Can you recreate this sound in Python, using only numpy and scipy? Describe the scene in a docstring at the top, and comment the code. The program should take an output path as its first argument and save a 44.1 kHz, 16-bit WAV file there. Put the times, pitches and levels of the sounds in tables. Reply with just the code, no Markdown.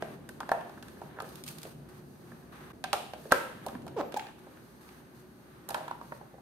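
"""Closing food boxes in a kitchen

Thin plastic lids are laid on boxes and pressed shut on a counter, close to a camera's two microphone ports.
Rims knock, snap and tick, a palm thuds on a box, and fingers and lids scrape and rustle. A rim creaks into
its groove and squeezed air whistles faintly. Hard walls answer the blows and creaks, over a low hum."""
import sys
import numpy as np
from scipy import signal
from scipy.fft import rfft, irfft, next_fast_len
from scipy.io import wavfile
from scipy.ndimage import map_coordinates

SR = 44100
rng = np.random.default_rng(int(sys.argv[2]) if len(sys.argv) > 2 else 0)


def put_to_file(sound):
    """Save the sound as 16-bit audio at rate SR, in the file named by the first command-line argument."""
    columns = np.atleast_2d(sound).T  # one column per channel
    safe = np.clip(columns, -1, 1)
    whole_steps = np.round(safe * 32767)
    wavfile.write(sys.argv[1], SR, whole_steps.astype(np.int16))


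N = 282681


def amp(db):
    """Decibels to gain."""
    return 10 ** (np.asarray(db) / 20)


def unit(x):
    """Scale to rms 1."""
    return x / np.sqrt(np.mean(x ** 2) + 1e-20)


def peaked(x):
    """Scale to peak 1."""
    return x / np.max(np.abs(x))


def along(points, hz):
    """Read (Hz, value) points on a log frequency axis."""
    point_hz, values = np.transpose(points)
    return np.interp(np.log(hz + 1), np.log(point_hz + 1), values)


def curves(rows):
    """One value per sample for each column after the time."""
    times, *columns = np.transpose(rows)
    return [np.interp(np.arange(N) / SR, times, column) for column in columns]


def wobble(rate):
    """A smooth random curve with rate knots a second."""
    return map_coordinates(rng.standard_normal(int(N * rate / SR) + 4), [np.arange(N) * rate / SR])


def swell(t, release_at_s, attack_s, release_s):
    """Attack, hold and release; t counts from the start."""
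    return np.clip(t / attack_s, 0, 1) ** 2 * np.clip(1 - (t - release_at_s) / release_s, 0, 1) ** 2


def filtered(x, response):
    """Filter x by a gain given as a function of Hz."""
    n = x.shape[-1]
    size = next_fast_len(n + 2048)
    return irfft(rfft(x, size) * response(np.fft.rfftfreq(size, 1 / SR)), size)[..., :n]


def noise_band(centre_hz, half_width_hz):
    """A narrow band of noise at rms 1."""
    return unit(filtered(rng.standard_normal(N), lambda hz: 1 / (1 + ((hz - centre_hz) / half_width_hz) ** 2)))


def diffuse(pair, colour):
    """Colour two noises and blend them like sound reaching the ports from all sides."""
    # Each row: frequency in Hz, left-right correlation.
    likeness = [(30, 0.28), (200, 0.91), (600, 0.42), (1500, 0.033), (4000, 0.033), (12000, 0.039)]
    angle = lambda hz: np.arccos(np.clip(along(likeness, hz), -1, 1)) / 2
    mid, side = filtered(pair, lambda hz: amp(along(colour, hz)) * [np.cos(angle(hz)), np.sin(angle(hz))])
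    return np.array([mid + side, mid - side])


def kitchen(x):
    """Hard walls answer 5 ms late, each frequency dying at its own speed."""
    # Each row: frequency in Hz, reverberation time (t60) in seconds.
    decay_times = [(200, 0.64), (500, 0.46), (1000, 0.51), (2000, 0.55), (3000, 0.67), (6000, 0.54),
                   (10000, 0.6), (15000, 0.51)]
    # Each row: frequency in Hz, strength of the walls' answer in dB.
    wall_colour = [(200, -10.5), (500, -1), (900, -5.5), (1600, -8), (2800, -4.5), (5000, -7.5), (7300, -7),
                   (9000, -6.5), (12000, -7), (15500, -5)]
    hz, t, spectra = signal.stft(rng.standard_normal((2, SR // 2)), SR, nperseg=256)
    tail = signal.istft(spectra * amp(-60 * t / along(decay_times, hz)[:, None]), SR, nperseg=256)[1]
    tail = diffuse(tail / np.linalg.norm(tail[0]), wall_colour)
    return signal.fftconvolve(np.pad(x, (220, 0))[None], tail, axes=1)


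def place(left, right, to_walls, start_s):
    """A close sound reaches the right port first, then the left; the kitchen answers."""
    # Where the hands work. Each row: time in seconds, left port's lag in ms, left over right in dB.
    hands = [(0, 0.099, -0.8), (1.5, 0.084, -2.5), (2.851, 0.06, -3.5), (3.3, 0.072, -2),
             (3.7, 0.023, -1.5), (4.3, 0.056, -2), (5.6, 0.21, -3.5), (6.41, 0.18, -2.2)]
    times, lags, pans = np.transpose(hands)
    lag_ms, pan_db = np.interp(start_s, times, lags), np.interp(start_s, times, pans)
    late_left = filtered(left, lambda hz: np.exp(-2j * np.pi * hz * lag_ms / 1000))
    sound = kitchen(to_walls)
    sound[:, :len(left)] += amp([[pan_db / 2], [-pan_db / 2]]) * [late_left, right]
    start = round(start_s * SR)
    return np.pad(sound[:, :N - start], ((0, 0), (start, max(N - start - sound.shape[1], 0))))


def hum():
    """Machines and the street drone through the room, with two wavering machine tones."""
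    # Each row: time in seconds, level in dB.
    levels = [(0, -49.5), (1.02, -52), (1.96, -52), (2.95, -52.5), (3.41, -55.5), (3.93, -47.5),
              (4.19, -52.5), (5.34, -54), (5.69, -54), (6.41, -54)]
    # Each row: frequency in Hz, relative spectral density in dB.
    colour = [(12, -56), (20, -38), (32, -58), (49, -14.5), (87, -10), (135, -4), (195, -5), (232, -1.5),
              (273, -6), (357, -4.5), (461, -13.5), (558, -14), (900, -20), (1170, -43), (1980, -120)]
    # Each row: centre in Hz, half width in Hz, level in dB.
    machine_tones = [(63, 5.3, -67.5), (367.7, 9.1, -66)]
    (db,) = curves(levels)
    out = amp(db + 1.8 * wobble(1.81)) * unit(diffuse(rng.standard_normal((2, N)), colour))
    for hz, half_width_hz, tone_db in machine_tones:
        out += amp(tone_db) * noise_band(hz, half_width_hz)
    return out


def rumble():
    """A low drone comes and goes, the same at both ports."""
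    # Each row: time in seconds, level in dB.
    levels = [(0, -58), (.5, -65.5), (1.5, -55), (2.12, -54), (2.89, -65), (3.62, -64), (3.84, -55),
              (4.1, -69), (6.03, -62), (6.21, -56), (6.41, -68)]
    (db,) = curves(levels)
    return amp(db + 1.2 * wobble(17)) * noise_band(centre_hz=145, half_width_hz=25)


def sliding():
    """Skin and plastic drag over plastic in grainy strokes, over room hiss of the same colours."""
    # Each row: start in seconds, seconds until release, scrape level in dB, rustle level in dB.
    strokes = [(0, 0.14, -55, -64), (.3, 0.082, -71, -70), (0.445, 0.35, -60, -69), (.82, 0.26, -61, -65.5),
               (1.085, .1, -58, -75), (1.236, .17, -58.5, -59.5), (1.454, 0.061, -54.5, -51.5),
               (1.541, 0.17, -60, -60), (1.88, 0.12, -63, -66), (2.265, 0.083, -63, -76),
               (2.514, 0.19, -53.5, -64.5), (3.164, 0.17, -63, -62.5), (3.443, 0.31, -56, -66),
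               (4.113, 0.18, -56, -73), (4.373, 0.21, -64.5, -71.5), (4.802, 0.19, -63.5, -65.5),
               (5.14, 0.076, -67, -66.5), (5.678, .25, -53.5, -73), (6.02, 0.16, -66, -66)]
    # The dull scrape and the bright rustle. Each row: frequency in Hz, relative spectral density in dB.
    scrape_colour = [(240, -39), (400, -15), (471, -7), (635, -11.5), (808, -2.5), (881, -2.5), (1230, -1),
                     (1390, -4.5), (1530, -1.5), (2180, -11), (4000, -17), (5200, -71), (8800, -120)]
    rustle_colour = [(1470, -64), (2500, -4), (3110, -12), (4310, 1.5), (5310, -4.5), (6700, -2),
                     (7250, -12), (8660, 0), (9890, -5.5), (12500, 0.5), (14900, -13), (15600, -8),
                     (16000, -58)]
    out, t = np.zeros((2, N)), np.arange(N) / SR
    grain = amp(1.25 * wobble(120))
    start_s, held_s, scrape_db, rustle_db = np.transpose(strokes)[:, :, None]
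    shape = swell(t - start_s, held_s, attack_s=0.0097, release_s=0.061)
    for db, colour, hiss_db in (scrape_db, scrape_colour, -62.5), (rustle_db, rustle_colour, -69):
        hiss_power = amp(hiss_db + 1.7 * wobble(6.7)) ** 2
        stroke_power = np.sum((amp(db) * shape) ** 2, axis=0) * grain ** 2
        out += np.sqrt(hiss_power + stroke_power) * unit(diffuse(rng.standard_normal((2, N)), colour))
    return out


def thuds():
    """A palm pushes the box, which answers with one low, soft mode."""
    # Each row: start in seconds, gain in dB.
    pushes = [(0.021, -33), (0.431, -31), (.826, -36), (3.315, -20), (3.683, -29), (3.752, -18.5),
              (3.878, -40), (3.925, -37)]
    box_hz, t60_s, rise_s = 240, 0.047, 0.0068
    t = np.arange(SR // 10) / SR
    thud = amp(-60 * t / t60_s) * (1 - np.exp(-t / rise_s)) * np.sin(2 * np.pi * box_hz * t)
    return sum(place(*[amp(db) * thud] * 3, start_s) for start_s, db in pushes)


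def crack(peak_db, tilt_db, t60_s):
    """The rim cracks: a separate noise burst for each port, and a click to feed the walls."""
    # The bright crack as heard at the ports. Each row: frequency in Hz, relative spectral density in dB.
    crack_colour = [(1180, -21), (2000, -6), (2240, 0.5), (4180, -2.5), (5440, -7), (5990, -10), (6490, -8.5),
                    (8290, -12), (8980, -4.5), (10300, -17), (11500, -8.5), (14600, -20.5), (15600, -30),
                    (16300, -39)]
    t = np.arange(SR // 10) / SR
    colour = lambda hz: amp(along(crack_colour, hz) + tilt_db * np.log2(np.maximum(hz, 1500) / 6000))
    envelope = amp(-60 * t / t60_s) * (1 - np.exp(-t / 0.00005))
    pair = amp(peak_db) * peaked(filtered(envelope * rng.standard_normal((2, len(t))), colour))
    click = filtered(np.arange(len(t)) == 40, colour)
    return *pair, click * np.linalg.norm(pair) / np.sqrt(2) / np.linalg.norm(click)


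def knocks():
    """Rims knock and snap: each blow cracks at the rim and rings the lid modes near its pitch."""
    # Each row: start in seconds, ring's peak in dB, pitch in Hz, upper modes' gain in dB, their centre in
    # Hz, t60 at 800 Hz in seconds, crack over ring in dB, crack's tilt in dB per octave.
    blows = [(.023, -22.5, 480, -18.5, 1540, 0.015, -10, -1.2), (.29, -36.5, 670, -2, 1630, .028, 1, 5),
             (0.404, -28, 900, -8, 1210, 0.032, -3.5, 1), (0.431, -29.5, 1130, -20, 1150, 0.013, -19, .1),
             (.491, -23.5, 806, -3, 1770, 0.018, -10, -1), (.516, -12, 740, -10, 1680, 0.026, -14.5, 2),
             (.539, -28.5, 685, -30, 1320, 0.049, -25, 6), (.574, -34, 620, -13, 1430, 0.033, -19, 2.2),
             (.609, -37.5, 766, -12, 1760, .03, -6, -4), (.659, -36, 690, -20, 1570, 0.035, -28, 1.2),
             (.695, -39, 720, -17, 1550, 0.035, -6, .1), (0.775, -43.5, 1250, -9, 1310, 0.028, -20, 2),
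             (.826, -40.5, 654, -2, 1580, 0.042, 5, 1), (0.883, -41.5, 476, -4, 1560, 0.021, .6, 2),
             (0.97, -43, 479, -10, 1500, .024, -23, .1), (1.016, -32.5, 623, -16, 1300, .031, -16, .1),
             (1.169, -38.5, 460, -12, 1480, .069, -24, .1),
             (1.187, -30.5, 1000, -22, 1150, 0.023, -25, 2.2), (1.202, -27.5, 790, 3, 1220, 0.033, -4.5, 0),
             (1.221, -34, 500, -16, 1290, 0.046, -3, 9), (1.243, -34, 470, -14, 1500, 0.022, -25, .1),
             (1.652, -35, 513, -20, 1290, 0.037, -7, -7), (2.317, -41.5, 507, -9, 1400, 0.031, -15, 7),
             (2.84, -25, 760, -3, 1550, .039, 2, -2), (2.93, -16, 850, -6, 1290, 0.026, 1, 0.8),
             (2.937, -20.5, 585, -11, 1270, 0.037, -6, -4), (2.957, -35, 1020, -25, 1150, .024, -22, -1.5),
             (3.135, -29, 665, -19, 1400, 0.023, -6.5, -2.5),
             (3.254, -33.5, 474, -28, 1570, 0.022, -21, 2.5), (3.308, -32, 1000, -13, 1550, .033, -9, -1),
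             (3.314, -30, 670, -13, 1150, .046, 3, -3), (3.317, -20.5, 567, -9, 1690, 0.032, -8, -4),
             (3.321, -4, 536, -1.5, 1250, 0.02, -4, 3), (3.664, -27, 610, -35, 1170, 0.046, -3.5, 6.5),
             (3.684, -36.5, 1010, -20, 1600, .047, 1, -1), (3.751, -34, 760, -11, 1530, 0.027, -9.5, -6),
             (3.866, -37, 730, -29, 1480, 0.026, -5, 3), (3.879, -36, 456, -12, 1220, 0.028, -4, 0),
             (4.122, -42, 670, 4, 1610, .021, 5.5, -1), (4.142, -26, 634, -23, 1800, 0.017, -3.5, -2),
             (4.195, -36, 802, 11, 1770, .019, 7, -6.5), (4.268, -43, 740, 2, 1760, 0.021, 2, -6),
             (4.286, -45, 813, -6, 1900, .025, -3, -6), (4.467, -41.5, 465, -19, 1150, .046, -21, .1),
             (4.572, -47, 571, -7, 1490, .015, -4, -6), (4.889, -53, 1150, -1.5, 1160, .038, 8, -5),
             (5.689, -32, 730, -3, 1170, 0.045, 5, 6.5), (5.705, -29, 640, -13.5, 1510, 0.075, 2.2, 4),
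             (5.744, -20, 794, -6, 1560, 0.04, -2.5, 1.2), (5.761, -33, 790, -27, 1580, 0.061, -22, .1),
             (5.778, -31, 650, -11, 1570, .042, -12, -2), (5.806, -32, 686, -29, 1150, 0.074, -24, .1),
             (5.84, -39.5, 670, -25, 1540, 0.046, -17, -3),
             (5.88, -28.5, 1000, -19, 1190, 0.021, -10.5, -0.5),
             (5.911, -23.5, 970, -41, 1150, 0.015, -18.5, -1.2),
             (6.013, -32, 760, -11, 1170, 0.02, -18, .1), (6.121, -30, 744, -13, 1720, .021, -14, -10),
             (6.212, -38.5, 575, -19, 1680, 0.031, -26, -2.2),
             (6.341, -39.5, 535, -26, 1590, 0.034, -28, -1), (6.382, -43, 620, -24, 1320, .026, -28, 5)]
    # A lid on its box. Each row: mode frequency in Hz, relative level in dB.
    lid_modes = [(430, -2.5), (530, -3.5), (625, -1.5), (710, -0.5), (795, 2), (945, 3.5), (1050, 0.5),
                 (1220, 1), (1360, 4.5), (1570, 7), (1730, 6.5), (1900, -14), (2400, -6), (2650, -27),
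                 (2950, 6)]
    hz, mode_db = np.array(lid_modes).T[:, :, None]
    out, t = np.zeros((2, N)), np.arange(SR // 10) / SR
    for start_s, db, pitch_hz, upper_db, upper_hz, t60_s, crack_db, tilt_db in blows:
        near_pitch = amp(-27 * np.log2(hz / pitch_hz) ** 2)
        upper = amp(upper_db - 48 * np.log2(hz / upper_hz) ** 2)  # reached by a hard, quick blow
        gain = (near_pitch + upper) * amp(mode_db + rng.normal(0, 2, hz.shape))
        detune = 1 + rng.normal(0, .015, hz.shape)  # fingers load the lid differently at every blow
        envelope = amp(-60 * t / t60_s * (hz / 800) ** 0.13) * (1 - np.exp(-t / 0.0013))
        phase = rng.uniform(-1.76, 1, hz.shape)  # modes reach the ports over different paths
        modes = np.sum(gain * envelope * np.sin(2 * np.pi * hz * detune * t + phase), axis=0)
        ring = np.roll(amp(db) * peaked(modes), 25)  # the lid answers a moment after the rim
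        left, right, click = crack(db + crack_db, tilt_db, t60_s=0.024)
        out += place(ring + left, ring + right, ring + click, start_s)
    return out


def ticks():
    """Bright little cracks of the rim that do not ring the lid."""
    # Each row: start in seconds, peak in dB.
    rim_ticks = [(1.29, -42), (1.356, -35), (1.438, -31), (1.464, -37), (1.478, -28.5), (1.486, -30),
                 (1.584, -34.5), (1.617, -39), (1.631, -32), (3.82, -48), (4.391, -50)]
    return sum(place(*crack(db, tilt_db=4.5, t60_s=0.025), start_s) for start_s, db in rim_ticks)


def creaks():
    """The rim sticks and slips into its groove: one jerk a cycle, slower and sharper as it seats."""
    # Each row: start and length in seconds, first and last slip rate in Hz, first and last gain in dB,
    # sharpness aimed for (0-1), grit's gain in dB, grit's treble corner in Hz.
    seatings = [(3.961, .059, 563, 227.7, -28.5, -28, 0.96, -17, 2300),
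                (4.16, .021, 985, 734, -31.5, -18, 0.41, -7, 6800)]
    attack_s, release_s = 0.0057, 0.0073
    out, harmonic = np.zeros((2, N)), np.arange(1, 21)[:, None]
    for start_s, length_s, first_hz, last_hz, first_db, last_db, last_sharp, grit_db, grit_hz in seatings:
        t = np.arange(0, length_s, 1 / SR)
        seated = t / length_s
        slip_hz = first_hz * (last_hz / first_hz) ** seated * (1 + rng.normal(0, 0.094, len(t)))
        phase = 2 * np.pi * np.cumsum(slip_hz) / SR
        sharpness = np.clip(0.2 + (last_sharp - 0.2) * seated, .05, .9)
        jerks = np.sum(sharpness ** (harmonic - 1) * np.cos(harmonic * phase), axis=0)
        # The lid radiates little outside its own modes.
        jerks = filtered(jerks, lambda hz: 1 / (1 + (hz / 1400) ** 4) / (1 + (300 / (hz + 1)) ** 4))
        scrapes = (1 + np.cos(phase)) ** 2 * rng.standard_normal((2, len(t)))  # one at each slip
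        scrapes = filtered(scrapes, lambda hz: hz ** 2 / (hz ** 2 + 1500 ** 2) / (1 + (hz / grit_hz) ** 2))
        grit = amp(grit_db) * sharpness * unit(scrapes)
        gain = amp(first_db + (last_db - first_db) * seated)
        left, right = -gain * swell(t, length_s - release_s, attack_s, release_s) * (jerks + grit)
        out += place(left, right, left, start_s)
    return out


def whistle():
    """Air squeezed past the rim: a faint, thin tone that falls as the pressure eases."""
    # Each row: time in seconds, pitch in Hz, level in dB.
    glide = [(3.97, 12800, -95), (4.0, 13500, -70), (4.03, 13500, -71), (4.07, 12700, -67),
             (4.1, 12000, -68), (4.125, 11900, -90)]
    hz, db = curves(glide)
    return amp(db + 1.8 * wobble(60)) * np.sin(2 * np.pi * np.cumsum(hz + 60 * wobble(200)) / SR)


def scene():
    """The room and the work on the counter, as they reach the two ports."""
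    return hum() + rumble() + sliding() + thuds() + knocks() + ticks() + creaks() + whistle()


def record(dry):
    """The camera rounds off peaks and cuts the deepest bass and highest treble; the level dips once."""
    dip_s, half_width_s, dip_db = 2.727, .004, -16
    ceiling, bass_hz, top_hz = .85, 30, 16400
    dip = amp(dip_db * np.exp(-((np.arange(N) / SR - dip_s) / half_width_s) ** 2))
    rounded = dry / (1 + np.abs(dry / ceiling) ** 4) ** .25
    return filtered(rounded * dip, lambda hz: (hz < top_hz) / (1 + (bass_hz / (hz + 1)) ** 2))


dry = scene()
out = record(dry)
put_to_file(out)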